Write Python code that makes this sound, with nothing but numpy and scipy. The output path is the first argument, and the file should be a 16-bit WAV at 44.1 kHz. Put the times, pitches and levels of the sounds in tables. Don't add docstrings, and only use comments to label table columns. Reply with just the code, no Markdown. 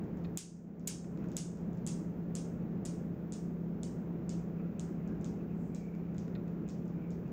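import sys
import numpy as np
from scipy import signal
from scipy.fft import rfft, irfft, next_fast_len
from scipy.io import wavfile
from scipy.ndimage import uniform_filter1d, minimum_filter1d, map_coordinates

SR = 44100
rng = np.random.default_rng(int(sys.argv[2]) if len(sys.argv) > 2 else 0)


def to_wav(s):
    ch = np.atleast_2d(s).T
    pcm = np.round(np.clip(ch, -1, 1) * 32767)
    wavfile.write(sys.argv[1], SR, pcm.astype(np.int16))


N = 322812
TIME = np.arange(N) / SR
HIT_SIZE, LEAD_S = 32768, .002
HIT_TIME, HIT_HZ = np.arange(HIT_SIZE) / SR, np.fft.rfftfreq(HIT_SIZE, 1 / SR)
TOP_HZ = 16650

# treble corner in Hz,
# room send in dB, and the contacts, each with its start in seconds and relative level in dB.
CLACKS = [(14940, 6.3, [(.3742, -9)]), (14400, 6.8, [(.8735, -23), (.8753, -19), (.8766, -19),
          (.8798, -20)]), (13000, 6.8, [(1.3677, -17), (1.3691, -25)]), (12000, 8.1, [(1.8657, -28),
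          (1.8737, -33), (1.8752, -29)]), (11200, 8.3, [(2.3527, -28), (2.3559, -35.5), (2.3613, -41)]),
          (11700, 6.6, [(2.8522, -33.5), (2.8563, -33.5), (2.8584, -36), (2.8630, -35)]),
          (9600, 8.3, [(3.3230, -34), (3.3341, -41.5), (3.3377, -41)]), (9700, 6.3, [(3.8324, -36.5),
          (3.8337, -34)]), (8500, 8, [(4.2937, -33.5), (4.2983, -48)]), (9300, 4.7, [(4.7959, -33)]),
          (8040, 7.2, [(5.2452, -38.5), (5.2541, -50)]), (8100, 8.7, [(5.7481, -43), (5.7496, -45)]),
          (7200, 5.2, [(6.1686, -61), (6.1821, -41.5)]), (7450, 8.9, [(6.6804, -53.5), (6.6886, -44.5),
          (6.6956, -47)]), (7400, 9.3, [(7.1060, -49.5), (7.1131, -59)])]
# frequency in Hz, gain in dB.
BALL_EQ = [(500, -17.5), (1100, -13), (1900, -8.5), (3300, 0), (4600, -0.5), (7200, 1.5), (9000, 3.5),
           (11500, -1), (16000, -7)]
# pitch in Hz, relative level in dB, t60 in seconds.
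RING_MODES = [(3089, -50, .35), (4980, -47, .35), (5926, -45, .35), (6525, -38, .4), (7035, -38, .35),
              (7368, -39, .3), (8041, -44, .3), (8986, -45, .3)]
# start in seconds, relative level in dB.
BALL_NUDGES = [(.041, -62), (.173, -57), (.241, -58), (.7965, -51), (1.1745, -55), (1.242, -58),
               (1.287, -53.5), (1.3175, -47.5), (1.573, -52), (1.732, -56.5), (1.774, -56.5), (5.0765, -53),
               (5.2125, -52), (6.146, -58), (6.28, -57), (6.480, -59.5), (6.880, -57.5), (7.280, -63)]
# start in seconds, peak in dB, tilt in dB per octave.
FRAME_TAPS = [(0.2459, -49, -1), (0.2504, -49.5, 0), (.2535, -52, -2), (0.2579, -58, 0), (1.044, -51, -6),
              (1.1745, -53, -8), (1.242, -53.5, -12), (1.256, -57, -8), (6.149, -53, -12),
              (6.280, -50.5, -11), (6.352, -47.5, 1), (6.3557, -50, -2), (6.3600, -51, -1),
              (6.480, -59, -2.5)]
# pitch in Hz, relative level in dB, t60 in seconds.
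TAP_MODES = [(1110, -4, .012), (1440, -2, 0.018), (1840, -2, 0.018), (2480, -2.5, 0.015),
             (3810, -2.5, .012), (4120, -2.5, .012), (4750, -9, .009), (7000, -16.5, .008)]
# delay in seconds, gain in dB.
EARLY_ECHOES = [(.0074, -19), (.0083, -18.5), (.0094, -16.5), (0.011, -21), (0.0162, -17.5)]
# frequency in Hz, gain in dB.
ROOM_EQ = [(500, -13.5), (1100, -9.5), (1800, -10), (2700, -5.5), (4000, -6.5), (5200, -2), (6500, 1),
           (7400, -1), (9000, -1.5), (11500, -17.5), (16000, -18.5)]
# frequency in Hz, t60 in seconds.
ROOM_T60 = [(1500, 0.29), (4000, 0.34), (7000, 0.42), (10000, 0.27), (15000, 0.2)]
# crest in seconds, half length in seconds, pitch in Hz, half width in Hz,
# rms level at the crest in dB.
RASP_SWELLS = [(5.124, 0.048, 1610, 80, -68), (5.65, 0.084, 7200, 1300, -78.5),
               (5.88, 0.18, 2300, 150, -71), (7.04, 0.11, 2320, 120, -72)]
# time in seconds, rms level in dB.
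RUSTLE_FADER = [(0, -74.5), (.95, -85), (1.25, -68.5), (1.38, -81), (4.2, -81), (4.6, -72), (5.4, -72.5),
                (5.8, -77.5), (6.6, -73.5), (7.3, -75)]
# centre in Hz, relative level in dB.
RUSTLE_PEAKS = [(1400, 1), (1700, -4), (2050, -5.5), (2500, -2.5)]
# pitch in Hz, rms level in dB.
HUM_TONES = [(59.6, -61.5), (78, -60), (119.6, -60), (170.5, -42), (202.2, -48.5), (239.6, -53),
             (386, -61.5), (431, -62), (465, -66.5)]
# frequency in Hz, relative level in dB.
AIR_EQ = [(20, -22.5), (35, -15.5), (60, -14), (100, -9), (170, 1.5), (230, -2.5), (270, -6.5), (315, -4.5),
          (400, -11), (540, -16), (1050, -30), (1450, -33.5), (2400, -42), (5000, -62.5)]
# frequency in Hz, relative level in dB.
HISS_EQ = [(1000, 5), (4000, -4.5), (7000, -4), (9000, -25), (12500, -29), (14200, 3), (15600, 2),
           (16300, -32.5)]


def cradle(fresh_room=.45, nudge_hz=7000, nudge_room_db=5):
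    same_room = room_tail()
    track = np.zeros(N)
    for corner_hz, room_db, contacts in CLACKS:
        scatter = frame_scatter()
        swing_room = (same_room + room_tail()) / np.sqrt(2)
        for s, db in contacts:
            room = amp(room_db) * (swing_room + fresh_room * room_tail()) / np.hypot(1, fresh_room)
            add(track, s - LEAD_S, contact(db, room + scatter, corner_hz))
    for s, db in [*BALL_NUDGES, *chance_nudges()]:
        room = amp(nudge_room_db) * same_room
        add(track, s - LEAD_S, contact(db, room + frame_scatter(), nudge_hz))
    return track


def contact(db, room, corner_hz, balls_per_s=7200, uneven_db=3, ring_db=-6, makeup_db=8.5, balls=5):
    pulse = delay(LEAD_S) / (1 + (HIT_HZ / corner_hz) ** 11)
    step_s = (1 + .015 * rng.standard_normal()) / balls_per_s
    strengths = unit(amp(uneven_db * rng.standard_normal(balls)))
    row = sum(strength * delay(k * step_s) for k, strength in enumerate(strengths))
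    click = pulse * amp(along(BALL_EQ, HIT_HZ)) * row
    reverb = pulse * amp(along(ROOM_EQ, HIT_HZ)) * room
    echoes = sum(amp(level) * delay(s + rng.normal(0, .00015)) for s, level in EARLY_ECHOES)
    ring = np.zeros(HIT_SIZE)
    for hz, level, t60 in RING_MODES:
        envelope = amp(ring_db + level + rng.normal(0, 1) - 60 * HIT_TIME / t60)
        ring += envelope * np.sin(2 * np.pi * hz * HIT_TIME)
    sound = irfft(click * (1 + echoes) + reverb + pulse * rfft(ring))
    return amp(db + makeup_db) * sound / np.linalg.norm(irfft(click))


def chance_nudges(every_s=.89, db=-62.5, spread_db=8):
    slots = np.arange(0, N / SR, every_s)
    when, strength = rng.random((len(slots), 2)).T
    return zip(slots + every_s * when, db + spread_db * (2 * strength - 1))


def frame_scatter(db=-5, t60=.012, after_s=.0006):
    burst = rng.standard_normal(HIT_SIZE) * amp(-60 * HIT_TIME / t60)
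    return amp(db) * rfft(burst / np.linalg.norm(burst)) * delay(after_s)


def frame_taps(attack_s=.00038, pivot_hz=2500, room_db=-15):
    track, t = np.zeros(N), np.arange(SR // 16) / SR
    for s, db, tilt_db in FRAME_TAPS:
        ring = np.zeros(len(t))
        for hz, level, t60 in TAP_MODES:
            envelope = amp(level + tilt_db * np.log2(hz / pivot_hz) - 60 * t / t60)
            detuned_hz = hz * (1 + rng.normal(0, .012))
            ring += envelope * np.sin(2 * np.pi * detuned_hz * t)
        ring *= 1 - np.exp(-(t / attack_s) ** 2)
        add(track, s, amp(db) * ring / np.abs(ring).max())
    return track + amp(room_db) * signal.fftconvolve(track, irfft(room_tail()))[:N]


def room_tail(first_wall_s=.0044, build_s=.00085, patchy=.73, merge_s=.027):
    clumps = map_coordinates(rng.standard_normal(HIT_SIZE), [HIT_TIME * 1200])
    depth = patchy * np.exp(-HIT_TIME / merge_s) / 2
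    reflections = rng.standard_normal(HIT_SIZE) * np.exp(depth * np.clip(clumps, -2, 2) - depth ** 2)
    hz, t, bands = signal.stft(reflections, SR, nperseg=256)
    decay = amp(-60 * t / along(ROOM_T60, hz)[:, None])
    tail = signal.istft(bands * decay, SR, nperseg=256)[1][:HIT_SIZE]
    tail *= 1 - np.exp(-np.maximum(HIT_TIME - first_wall_s, 0) / build_s)
    return rfft(tail / np.linalg.norm(tail))


def rasps(top_hz=9500):
    track = np.zeros(N)
    for crest_s, half_s, centre_hz, width_hz, db in RASP_SWELLS:
        band = noise(lambda hz: resonance(hz, centre_hz, width_hz) / (1 + (hz / top_hz) ** 16))
        swell = np.exp(-((TIME - crest_s) / half_s) ** 2)
        track += amp(db) * swell * band
    return track


def rustle(relative_width=.1, flutter_db=4.5):
    bands = np.zeros(N)
    for centre_hz, db in RUSTLE_PEAKS:
        flutter = amp(db + flutter_db * wobble(22))
        bands += flutter * noise(lambda hz: resonance(hz, centre_hz, relative_width * centre_hz))
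    fader_db = np.interp(TIME, *np.transpose(RUSTLE_FADER))
    return amp(fader_db) * unit(bands)


def appliance(air_db=-42.5, drift_hz=.27, waver_db=.62, dip_db=1.0, air_top_hz=5500):
    hum = np.zeros(N)
    for pitch_hz, db in HUM_TONES:
        cycles = np.cumsum(pitch_hz + drift_hz * wobble(2.094)) / SR + rng.random()
        hum += np.sqrt(2) * amp(db + waver_db * wobble(5)) * np.sin(2 * np.pi * cycles)
    air = noise(lambda hz: amp(along(AIR_EQ, hz)) / (1 + (hz / air_top_hz) ** 4))
    return hum + amp(air_db - dip_db * wobble(1.9)) * air


def hiss(db=-76):
    return amp(db) * noise(lambda hz: amp(along(HISS_EQ, hz)) * (hz < TOP_HZ))


def gain_control(x, ceiling_db=-22.0, hold_s=.14, release_db_per_s=24, smooth_samples=16):
    duck_db = np.minimum(ceiling_db - 20 * np.log10(np.abs(x) + 1e-9), 0)
    half_hold = int(hold_s * SR / 2)
    held_db = minimum_filter1d(duck_db, 2 * half_hold + 1, origin=half_hold, mode="nearest")
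    climb_db = release_db_per_s * TIME
    gain = amp(np.minimum.accumulate(held_db - climb_db) + climb_db)
    return x * uniform_filter1d(minimum_filter1d(gain, smooth_samples), smooth_samples)


def amp(db):
    return 10 ** (np.asarray(db) / 20)


def unit(x):
    return x / np.sqrt(np.mean(x ** 2) + 1e-20)


def along(points, hz):
    knots_hz, values = np.transpose(points)
    return np.interp(np.log(hz + 1), np.log(knots_hz + 1), values)


def wobble(rate):
    return map_coordinates(rng.standard_normal(int(N * rate / SR) + 4), [TIME * rate])


def resonance(hz, centre_hz, half_width_hz):
    return 1 / (1 + ((hz - centre_hz) / half_width_hz) ** 2)


def filtered(x, response):
    size = next_fast_len(len(x) + SR // 2)
    return irfft(rfft(x, size) * response(np.fft.rfftfreq(size, 1 / SR)), size)[:len(x)]


def noise(response):
    return unit(filtered(rng.standard_normal(N), response))


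def delay(s):
    return np.exp(-2j * np.pi * HIT_HZ * s)


def add(track, s, sound):
    part = track[max(round(s * SR), 0):][:len(sound)]
    part += sound[:len(part)]


def scene():
    return (cradle() + frame_taps() + rasps() + rustle() + appliance() + hiss())[None]


def record(dry):
    return filtered(gain_control(dry[0]), lambda hz: hz < TOP_HZ)[None]


dry = scene()
out = record(dry)
to_wav(out)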